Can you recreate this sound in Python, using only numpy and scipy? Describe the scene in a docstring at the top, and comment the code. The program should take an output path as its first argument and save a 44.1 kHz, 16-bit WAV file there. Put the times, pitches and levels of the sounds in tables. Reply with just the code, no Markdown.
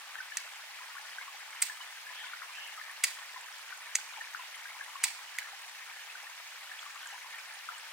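"""Flint and steel by a stream

Someone kneeling on a rock slab strikes a flint on a hand-held steel six times, then fingers the flake.
Each blow glances, bites and scrapes for a few milliseconds; rocks and tree trunks scatter it back.
Just behind, a little to the left, a small forest stream runs steadily: tiny splashes merge into a hiss,
and trapped air rings as countless bubbles and some clear plops.
Far off come two faint rising whistles, probably a bird."""
import sys
import numpy as np
from scipy import signal
from scipy.fft import rfft, irfft
from scipy.io import wavfile
from scipy.ndimage import uniform_filter1d

SR = 44100
rng = np.random.default_rng(int(sys.argv[2]) if len(sys.argv) > 2 else 0)


def inscribe(sig):
    """Save sig as 16-bit PCM at rate SR to the path in sys.argv[1].

    A 1-D sig is mono; a 2-D sig holds one channel per row.
    Samples are clipped to [-1, 1] before scaling.
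    """
    pcm = np.round(np.clip(np.atleast_2d(sig).T, -1, 1) * 32767)
    wavfile.write(sys.argv[1], SR, pcm.astype(np.int16))


N = 349272
STREAM_LAG_S, HANDS_LAG_S = 8.5e-5, -1.8e-5  # how much sooner the left side hears each


def undb(db):
    """Turn decibels into a number to multiply by."""
    return 10 ** (np.asarray(db) / 20)


def unit(x):
    """Scale to an average strength (rms) of 1."""
    return x / np.sqrt(np.mean(x ** 2) + 1e-24)


def fade(t, t60):
    """Die away by 60 dB in the fade time t60."""
    return np.exp(-np.log(1000) * t / t60)


def surge(rate):
    """A smooth random swell of strength 1 that turns about rate times a second."""
    size = int(SR / rate)
    steps = np.repeat(rng.standard_normal(N // size + 1), size)
    return unit(uniform_filter1d(steps, size)[:N])


def hump(hz, centre_hz, width_hz):
    """The curve of a resonance: 1 at its centre, less on either side."""
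    return 1 / (1 + ((hz - centre_hz) / width_hz) ** 2)


def read(points, hz):
    """Look up a frequency between the rows of an (f/Hz, value) table."""
    f, value = np.transpose(points)
    return np.interp(np.log(hz + 1), np.log(f), value)


def shape(x, response):
    """Multiply each frequency in a sound by response(hz)."""
    size = x.shape[-1]
    return irfft(rfft(x) * response(np.fft.rfftfreq(size, 1 / SR)), size)


def resonate(x, gain_db):
    """Boost each frequency by gain_db(hz), so that nothing rings ahead of its cause."""
    size = 2 * len(x)
    cepstrum = irfft(np.log(undb(gain_db(np.fft.rfftfreq(size, 1 / SR)))))
    causal = np.r_[cepstrum[0], 2 * cepstrum[1:len(x)]]
    return irfft(rfft(x, size) * np.exp(rfft(causal, size)))[:len(x)]


def cut_bass(x, hz, order=3):
    """Weaken everything below hz."""
    return signal.sosfilt(signal.butter(order, hz, "high", fs=SR, output="sos"), x)


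def place(x, pan_db, lag_s):
    """One side hears a sound louder and sooner; positive values move it left."""
    late = shape(x, lambda hz: np.exp(-2j * np.pi * hz * lag_s))
    return np.array([x * undb(pan_db / 2), late * undb(-pan_db / 2)])


def add(out, s, x):
    """Mix a sound in, starting at s seconds."""
    i = int(np.clip(s * SR, 0, N - 1))
    out[..., i:i + x.shape[-1]] += x[..., :N - i]


# The tone of the stream's hiss: f/Hz, level/dB
WASH_TONE = [(100, -47), (200, -39), (310, -35.5), (400, -28), (500, -20), (630, -14.5), (850, -7),
             (1250, -6.5), (1800, -3.5), (2300, -3), (3100, -6.5), (4900, -9.5), (7500, -14),
             (10000, -16.5), (12000, -20), (15500, -21.5)]
# Which side the hiss leans to: f/Hz, left minus right/dB
WASH_PAN = [(100, 0.8), (700, 2.47), (1300, 2.3), (2400, 0.8), (4400, -1.5), (15000, -2.5)]
# How much of the hiss comes straight from the water: f/Hz, share (0-1)
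WASH_DIRECT = [(100, 1), (640, 0.85), (1400, 0.83), (3100, 0.32), (7000, 0.077), (15000, 0.066)]


def wash(db=-47.5, flicker_db=1.95, spray_db=2.5):
    """Countless tiny splashes merge into a hiss; its lows come straight, its highs from all around."""
    water = rng.standard_normal((3, N))
    spray = np.repeat(rng.standard_normal((3, N // 16 + 1)), 16, axis=1)[:, :N]
    # cut the sound into small cells of pitch and time, and let their levels flicker
    _, _, cells = signal.stft(water * undb(spray_db * spray), SR, nperseg=256)
    flicker = uniform_filter1d(rng.standard_normal(cells.shape), size=9, axis=1)
    flicker = unit(uniform_filter1d(flicker, size=5, axis=2))
    water = signal.istft(cells * undb(flicker_db * flicker), SR)[1][:, :N]
    direct = shape(place(water[0], 0, STREAM_LAG_S), lambda hz: np.sqrt(read(WASH_DIRECT, hz)))
    around = shape(water[1:], lambda hz: np.sqrt(1 - read(WASH_DIRECT, hz)))
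    sides = np.array([[.5], [-.5]])
    hiss = shape(direct + around, lambda hz: undb(read(WASH_TONE, hz) + sides * read(WASH_PAN, hz)))
    return undb(db) * unit(hiss)


def bubble(hz, cycles, glide, swell_s=.001):
    """A pocket of air rings, rising in pitch as it nears the surface; it fades 60 dB over its cycles."""
    t = np.arange(int((cycles / hz + swell_s) * SR) + 2) / SR
    turns = hz * t
    swell = 1 - np.exp(-(t / swell_s) ** 2)
    ring = np.sin(2 * np.pi * turns * (1 + glide * turns / cycles / 2)) * fade(turns, cycles) * swell
    return ring / np.abs(ring).max()


# How the bubbles' pitches are spread: share of bubbles that are lower (0-1), f/Hz
BUBBLE_PITCHES = [(0, 792), (0.049, 944), (.15, 1211), (.30, 1645), (0.479, 1774), (.76, 2322), (1, 3433)]
# The babble swells and sinks with the flow over the stones: t/s, level/dB
FLOW = [(0, 0.5), (.6, -0.5), (1.0, .5), (1.95, -.5), (2.25, 2.5), (2.55, 0.5), (2.9, 0.5), (3.3, 0),
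        (4.3, 0), (5.2, 0.5), (6.0, -0.5), (6.6, -1.5), (7.2, 1.5), (7.9, 0)]


def babble(db=-54.0, size_db=4.0, cycles=32, glide=0.074, gulp_db=3, bubbles_per_fall=700):
    """Three little falls between the stones each shed a swarm of bubbles in uneven gulps."""
    out = 0
    shares, pitches = np.transpose(BUBBLE_PITCHES)
    for pan_db, lag_s in [(1.9, 4.7e-5), (3.5, 4.6e-5), (1, 2.4e-5)]:
        fall = np.zeros(N)
        for when, pitch, size, life in rng.random((bubbles_per_fall, 4)):
            hz = np.interp(pitch, shares, pitches)
            # most are faint, and the deep ones fainter
            loud_db = size_db * min(-np.log(size), 2.5) + 0.8 * read(WASH_TONE, hz)
            add(fall, when * N / SR, undb(loud_db) * bubble(hz, cycles * (.5 + life), glide))
        gulps = undb(gulp_db * np.tanh(surge(rate=12)))
        out = out + place(fall * gulps, pan_db, lag_s)
    flow_db = np.interp(np.arange(N) / SR, *np.transpose(FLOW))
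    return undb(db + flow_db) * unit(out)


# The tone of what the banks and trunks send back: f/Hz, level/dB
ECHO_TONE = [(500, -1), (2000, -1), (4300, 8), (6700, 0.5), (8200, -0.5), (9500, -4), (12500, 5),
             (15000, -2.5)]


def forest_echo(x, near_db, near_t60, bank_db, bank_t60, far_db, far_t60, bank_delay_s, clump_db=0):
    """The slab and body echo at once, the rocky banks later, and the far trunks linger longest."""
    t = np.arange(SR) / SR
    banks = np.clip(t / bank_delay_s, 0, 1) ** 2 * fade(np.maximum(t - bank_delay_s, 0), bank_t60)
    near, far = fade(t, near_t60), fade(t, far_t60)
    decay = undb(near_db) * unit(near) + undb(bank_db) * unit(banks) + undb(far_db) * unit(far)
    clumps = undb(clump_db * np.tanh(surge(rate=380)[:SR]))  # single boulders echo in clumps
    scatter = unit(clumps * rng.standard_normal((2, SR)) * undb(6.8 * rng.standard_normal((2, SR))))
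    scatter = shape(scatter, lambda hz: undb(read(ECHO_TONE, hz)))
    echoes = scatter * decay * (t > .001) / np.sqrt(SR)
    return signal.fftconvolve(x, echoes, axes=1)[:, :N]


def tick(hz, t60, width=0.082, grit_db=-4.5):
    """A brief gritty touch with one broad ring and no bass."""
    t = np.arange(SR // 5) / SR
    grit = rng.standard_normal(len(t)) * undb(grit_db * rng.standard_normal(len(t))) * fade(t, t60)
    touch = resonate(grit, lambda f: 20 * np.log10(hump(f, hz, width * hz)))
    return touch / np.abs(touch).max()


def droplets(middle_hz=7600, spread_octaves=0.42, db=-46, spread_db=4.0, count=45):
    """Spray from the falls lands on wet stone in faint, high pats."""
    out = np.zeros(N)
    for when, size, pitch in rng.random((count, 3)):
        pat = tick(middle_hz * 2 ** (spread_octaves * (2 * pitch - 1)), t60=0.027)
        add(out, when * N / SR, undb(db + spread_db * (2 * size - 1)) * pat)
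    return place(out, pan_db=-1.5, lag_s=STREAM_LAG_S)


# The stream's loudest bubbles: t/s, level/dB, f/Hz, ring length/cycles, swell/s, left minus right/dB
PLOPS = [(0.1546, -31, 1580, 11, .001, 8), (0.183, -37.5, 1780, 55, .006, 5),
         (0.201, -33.5, 1516, 33, 0.0071, 0), (0.319, -33.5, 1705, 25, 0.0045, 3),
         (0.805, -43, 1005, 45, .001, 5), (0.952, -39.5, 1110, 30, .005, 1),
         (0.966, -37, 1440, 45, .001, 3), (0.981, -35, 1680, 20, .002, 3),
         (1.183, -31, 1575, 19, 0.0046, 4), (1.211, -37, 2090, 30, .004, 1),
         (1.278, -38, 1114, 25, 0.0037, 6), (1.6960, -32.5, 1726, 75, .0015, 4),
         (1.810, -40, 2940, 35, .004, 4), (2.066, -38, 1690, 50, .003, 3), (2.238, -39, 1480, 25, .006, 4),
         (2.334, -31, 1410, 22, 0.00091, 2), (2.4187, -35.5, 1330, 11, .0012, 7),
         (2.429, -38, 1090, 24, .002, 4), (2.493, -42, 1020, 26, .003, 4), (2.583, -37, 1680, 76, .001, 4),
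         (2.775, -38.5, 1250, 22, 0.0055, 4), (2.812, -35.5, 1720, 24, 0.0046, 5),
         (2.894, -38, 1790, 34, .006, 2), (3.359, -38, 1020, 24, .006, 3),
         (3.723, -35.5, 1485, 34, .003, 7), (3.985, -38, 1530, 45, .001, 3),
         (4.092, -42, 2380, 50, .005, 2), (4.169, -41, 890, 58, .004, 2), (4.209, -32, 1780, 30, .004, 2),
         (4.347, -27, 1440, 10, .0015, 6), (4.393, -38.5, 1000, 30, 0.0011, 5),
         (4.655, -34.5, 1620, 63, .0008, 6), (4.808, -32.5, 1660, 27, .004, 6),
         (4.954, -34.5, 1086, 17, 0.0036, 7), (5.418, -36.5, 1640, 26, .004, 5),
         (6.097, -39, 2530, 44, .004, -1), (6.1525, -35.5, 1480, 16, .003, 1),
         (6.267, -39.5, 1810, 38, .003, 5), (6.7145, -34, 1720, 50, .0015, 0),
         (6.828, -36.5, 1330, 14, 0.0011, 5), (6.861, -39.5, 1140, 56, 0.0022, 5),
         (6.954, -40, 1150, 40, .003, 5), (7.058, -38, 1610, 35, .003, 3), (7.141, -39.5, 945, 16, .002, 2),
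         (7.324, -41, 2140, 45, .006, 3), (7.340, -39, 1830, 37, .006, -1),
         (7.6877, -28, 1344, 21, 0.0017, 4)]


def plops(gain_db=-0.4, glide=0.037):
    """Larger bubbles stand out of the babble, from sudden blips to round, swelling notes."""
    out = np.zeros((2, N))
    for s, db, hz, cycles, swell_s, pan_db in PLOPS:
        plop = undb(db + gain_db) * bubble(hz, cycles, glide, swell_s)
        add(out, s, place(plop, pan_db, STREAM_LAG_S))
    return cut_bass(out, hz=700)


def edge_slips(glance_s, glance_db, scrape_s, catch_s, catch_db, grit_db=6, touch_db=13, bite_db=16):
    """The edge touches, skids, bites, tears along the steel in tiny slips and catches as it leaves."""
    since_bite = np.arange(SR // 10) / SR - glance_s
    release = fade(np.maximum(since_bite - scrape_s, 0), t60=0.0091)
    catch = undb(catch_db) * np.exp(-((since_bite - catch_s) / 0.0012) ** 2)
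    pressure = np.where(since_bite < 0, undb(glance_db), release) + catch
    noise, grit = rng.standard_normal((2, len(since_bite)))
    slips = pressure * unit(noise * undb(grit_db * np.clip(grit, -2, 2)))
    slips[0] = undb(glance_db + touch_db)
    slips[np.argmax(since_bite >= 0)] = undb(bite_db)
    return slips


# The notes of steel and flint, muffled by the fingers: f/Hz, level/dB, fade time/s
RING_NOTES = [(1977, -1.5, 0.019), (2310, -5.5, 0.033), (2620, -4.5, 0.071), (3530, -20, 0.045),
              (4570, -15, 0.032), (4790, -2.5, 0.022), (5060, -8.5, 0.022), (5860, -2, 0.013),
              (6740, -2.5, 0.015), (7670, -1, 0.01), (8190, 3.5, 0.015), (8190, -19, 0.14),
              (8600, -12, 0.01), (9560, -5.5, 0.011)]
# The tone of chipping stone: f/Hz, level/dB
CRACK_TONE = [(100, -64), (500, -21.5), (1000, -8), (1500, -4.5), (2050, 6), (3300, -2), (5200, -5),
              (7200, 3), (10000, 0), (11200, -15.5), (12800, -14), (14200, -3.5), (15500, -2)]


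def ring_and_crack(slips, ring_db, detune=.005):
    """The slips set both pieces ringing while the stone chips with a crack."""
    t = np.arange(len(slips)) / SR
    ring = 0
    for hz, db, t60 in RING_NOTES:
        held_hz = hz * (1 + detune * rng.uniform(-1.1, 1))  # the grip shifts from blow to blow
        note = signal.fftconvolve(slips, np.cos(2 * np.pi * held_hz * t) * fade(t, t60))[:len(t)]
        ring = ring + undb(db) * unit(note)
    crack = resonate(slips, lambda hz: read(CRACK_TONE, hz))
    return undb(ring_db) * unit(ring) + unit(crack)


# The blows: t/s of the bite, level/dB, glance length/s, glance level/dB, scrape length/s,
# catch after the bite/s, catch level/dB, brightness/dB per octave, favoured ring f/Hz, its boost/dB,
# low clack/dB, high sizzle/dB, extra level toward the banks/dB
BLOWS = [(0.371, -28, .0015, -24, 0.0012, 0.0029, -14, -1.4, 6350, 11, 0.5, -1, -2),
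         (1.6230, -19.5, 0.0039, -6, 0.0037, 0.007, -12, 1.5, 8200, 7.5, 3, 2, 0.5),
         (3.0390, -18.5, 0.0024, -5, 0.0028, 0.0053, -1, -0.5, 9300, 3, 1, -2, 0.5),
         (3.9546, -21, 0.0026, -11, 0.0017, .0100, -18, 2, 6430, 14, 6, -13, -3),
         (5.0385, -19, .0046, -15.5, 0.0046, .0075, -10, 0, 8150, 3, 2, -3, 1),
         (5.3860, -29.5, 0.0013, -23, 0.0013, .008, -20, -0.5, 3740, 6, 11, 7, 0)]


def strikes(gain_db, focus, ring_db, outward=False, clack_hz=2040, sizzle_hz=14700):
    """Flint hits steel, heard in front or outward; focus (0-1) scales the favoured ring and sizzle."""
    out = np.zeros(N)
    for row in BLOWS:
        bite_s, db, glance_s, glance_db, scrape_s, catch_s, catch_db = row[:7]
        tilt_db, favoured_hz, boost_db, clack_db, sizzle_db, banks_db = row[7:]
        slips = edge_slips(glance_s, glance_db, scrape_s, catch_s, catch_db)
        blow = ring_and_crack(slips, ring_db)
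        # where the edge lands sets the tone
        blow = resonate(blow, lambda hz: tilt_db * np.log2((hz + 500) / 5000)
                        + focus * boost_db * hump(hz, favoured_hz, 510)
                        + clack_db * hump(hz, clack_hz, 330)
                        + focus * sizzle_db * hump(hz, sizzle_hz, 1500))
        blow = unit(cut_bass(blow, hz=560))  # pieces this small give off almost no bass
        add(out, bite_s - glance_s, undb(db + gain_db + outward * banks_db) * blow)
    return out


def strike_echo(pan_db=-3, directions=4):
    """The blows sound a little different in each direction, so their echoes blur into a gritty hiss."""
    sides = undb(np.array([[pan_db], [-pan_db]]) / 2)
    out = 0
    for _ in range(directions):
        sent = sides * strikes(gain_db=-9.5, focus=0.44, ring_db=-8, outward=True)
        out = out + forest_echo(sent, near_db=-12, near_t60=0.062, bank_db=-19.5, bank_t60=0.19,
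                                far_db=-20.5, far_t60=0.85, bank_delay_s=0.035, clump_db=6)
    return out / np.sqrt(directions)


# The clearest small ticks: scattered ones probably stream droplets, the late cluster the flake
# being fingered: t/s, level/dB, f/Hz, fade time/s
TICKS = [(0.559, -40, 7700, .04), (3.410, -41, 7930, .03), (3.5234, -43, 5430, .03),
         (4.127, -39.5, 6250, .02), (4.557, -36, 9300, 0.031), (6.7915, -33.5, 3320, .01),
         (6.807, -45, 7400, 0.045), (6.9451, -40.5, 7160, .035), (7.027, -42, 11500, .01),
         (7.0718, -36, 7200, .025), (7.1082, -41, 7650, .03), (7.3961, -39, 5350, .02),
         (7.5443, -42, 9240, .025), (7.5882, -43, 5390, .025), (7.780, -40, 8200, .04),
         (7.8106, -43, 5300, .025)]


def ticks(gain_db=-2, turn_at_s=6.78, turn_s=.42, rub_hz=6460, rub_db=-48.5, rubs=12):
    """Scattered ticks, probably droplets; after the last blow the fingered flake ticks and rubs."""
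    out = np.zeros(N)
    for s, db, hz, t60 in TICKS:
        add(out, s, undb(db) * tick(hz, t60))
    for when, size, pitch, life in rng.random((rubs, 4)):  # the flake is turned over
        rub = tick(rub_hz * 2 ** (0.29 * (2 * pitch - 1)), t60=0.15 * (.5 + life))
        add(out, turn_at_s + when * turn_s, undb(rub_db + 2 * (2 * size - 1)) * rub)
    return place(undb(gain_db) * out, pan_db=-2.2, lag_s=HANDS_LAG_S)


# Far-off notes: t/s, length/s, level/dB, start f/Hz, bend f/Hz, end f/Hz, waver (share of the pitch)
WHISTLES = [(2.099, .18, -53, 2452, 3205, 3420, 0.116), (2.511, .19, -49.5, 2373, 2880, 2535, 0.0516)]


def whistles(bend_share=.65, wavers_per_s=900):
    """Two hoarse notes climb and level off, then one rises and one drops; the trees smear them."""
    out = np.zeros(N)
    for s, length_s, db, start_hz, bend_hz, end_hz, waver in WHISTLES:
        along = np.linspace(0, 1, int(length_s * SR))
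        before = np.maximum(1 - along / bend_share, 0)
        after = np.maximum(along - bend_share, 0) / (1 - bend_share)
        tune_hz = bend_hz + (start_hz - bend_hz) * before ** 2 + (end_hz - bend_hz) * after ** 2
        hz = tune_hz * (1 + waver * surge(wavers_per_s)[:len(along)])
        swell = np.sqrt(np.abs(np.sin(np.pi * along)))
        add(out, s, undb(db) * unit(swell * np.sin(2 * np.pi * np.cumsum(hz) / SR)))
    return forest_echo(np.array([out, out]), near_db=-4, near_t60=0.05, bank_db=-13, bank_t60=0.33,
                       far_db=-12, far_t60=.8, bank_delay_s=0.03)


def scene():
    """Flint and steel slightly to the right, the stream behind, both among the same rocks and trees."""
    blows = strikes(gain_db=-12, focus=1, ring_db=-1.5)
    close = place(blows, pan_db=-2, lag_s=HANDS_LAG_S) + ticks()
    bubbles = babble() + plops()
    bubble_echo = forest_echo(bubbles, near_db=-7, near_t60=0.13, bank_db=-11, bank_t60=0.34,
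                              far_db=-26, far_t60=0.58, bank_delay_s=0.017)
    return close + strike_echo() + bubbles + bubble_echo + wash() + droplets() + whistles()


def record(dry, low_hz=174, top_hz=15750):
    """Thin out the bass and cut the very highest treble."""
    thin = cut_bass(dry, low_hz, order=4)
    return signal.sosfilt(signal.ellip(10, .1, 70, top_hz, fs=SR, output="sos"), thin)


dry = scene()
out = record(dry)
inscribe(out)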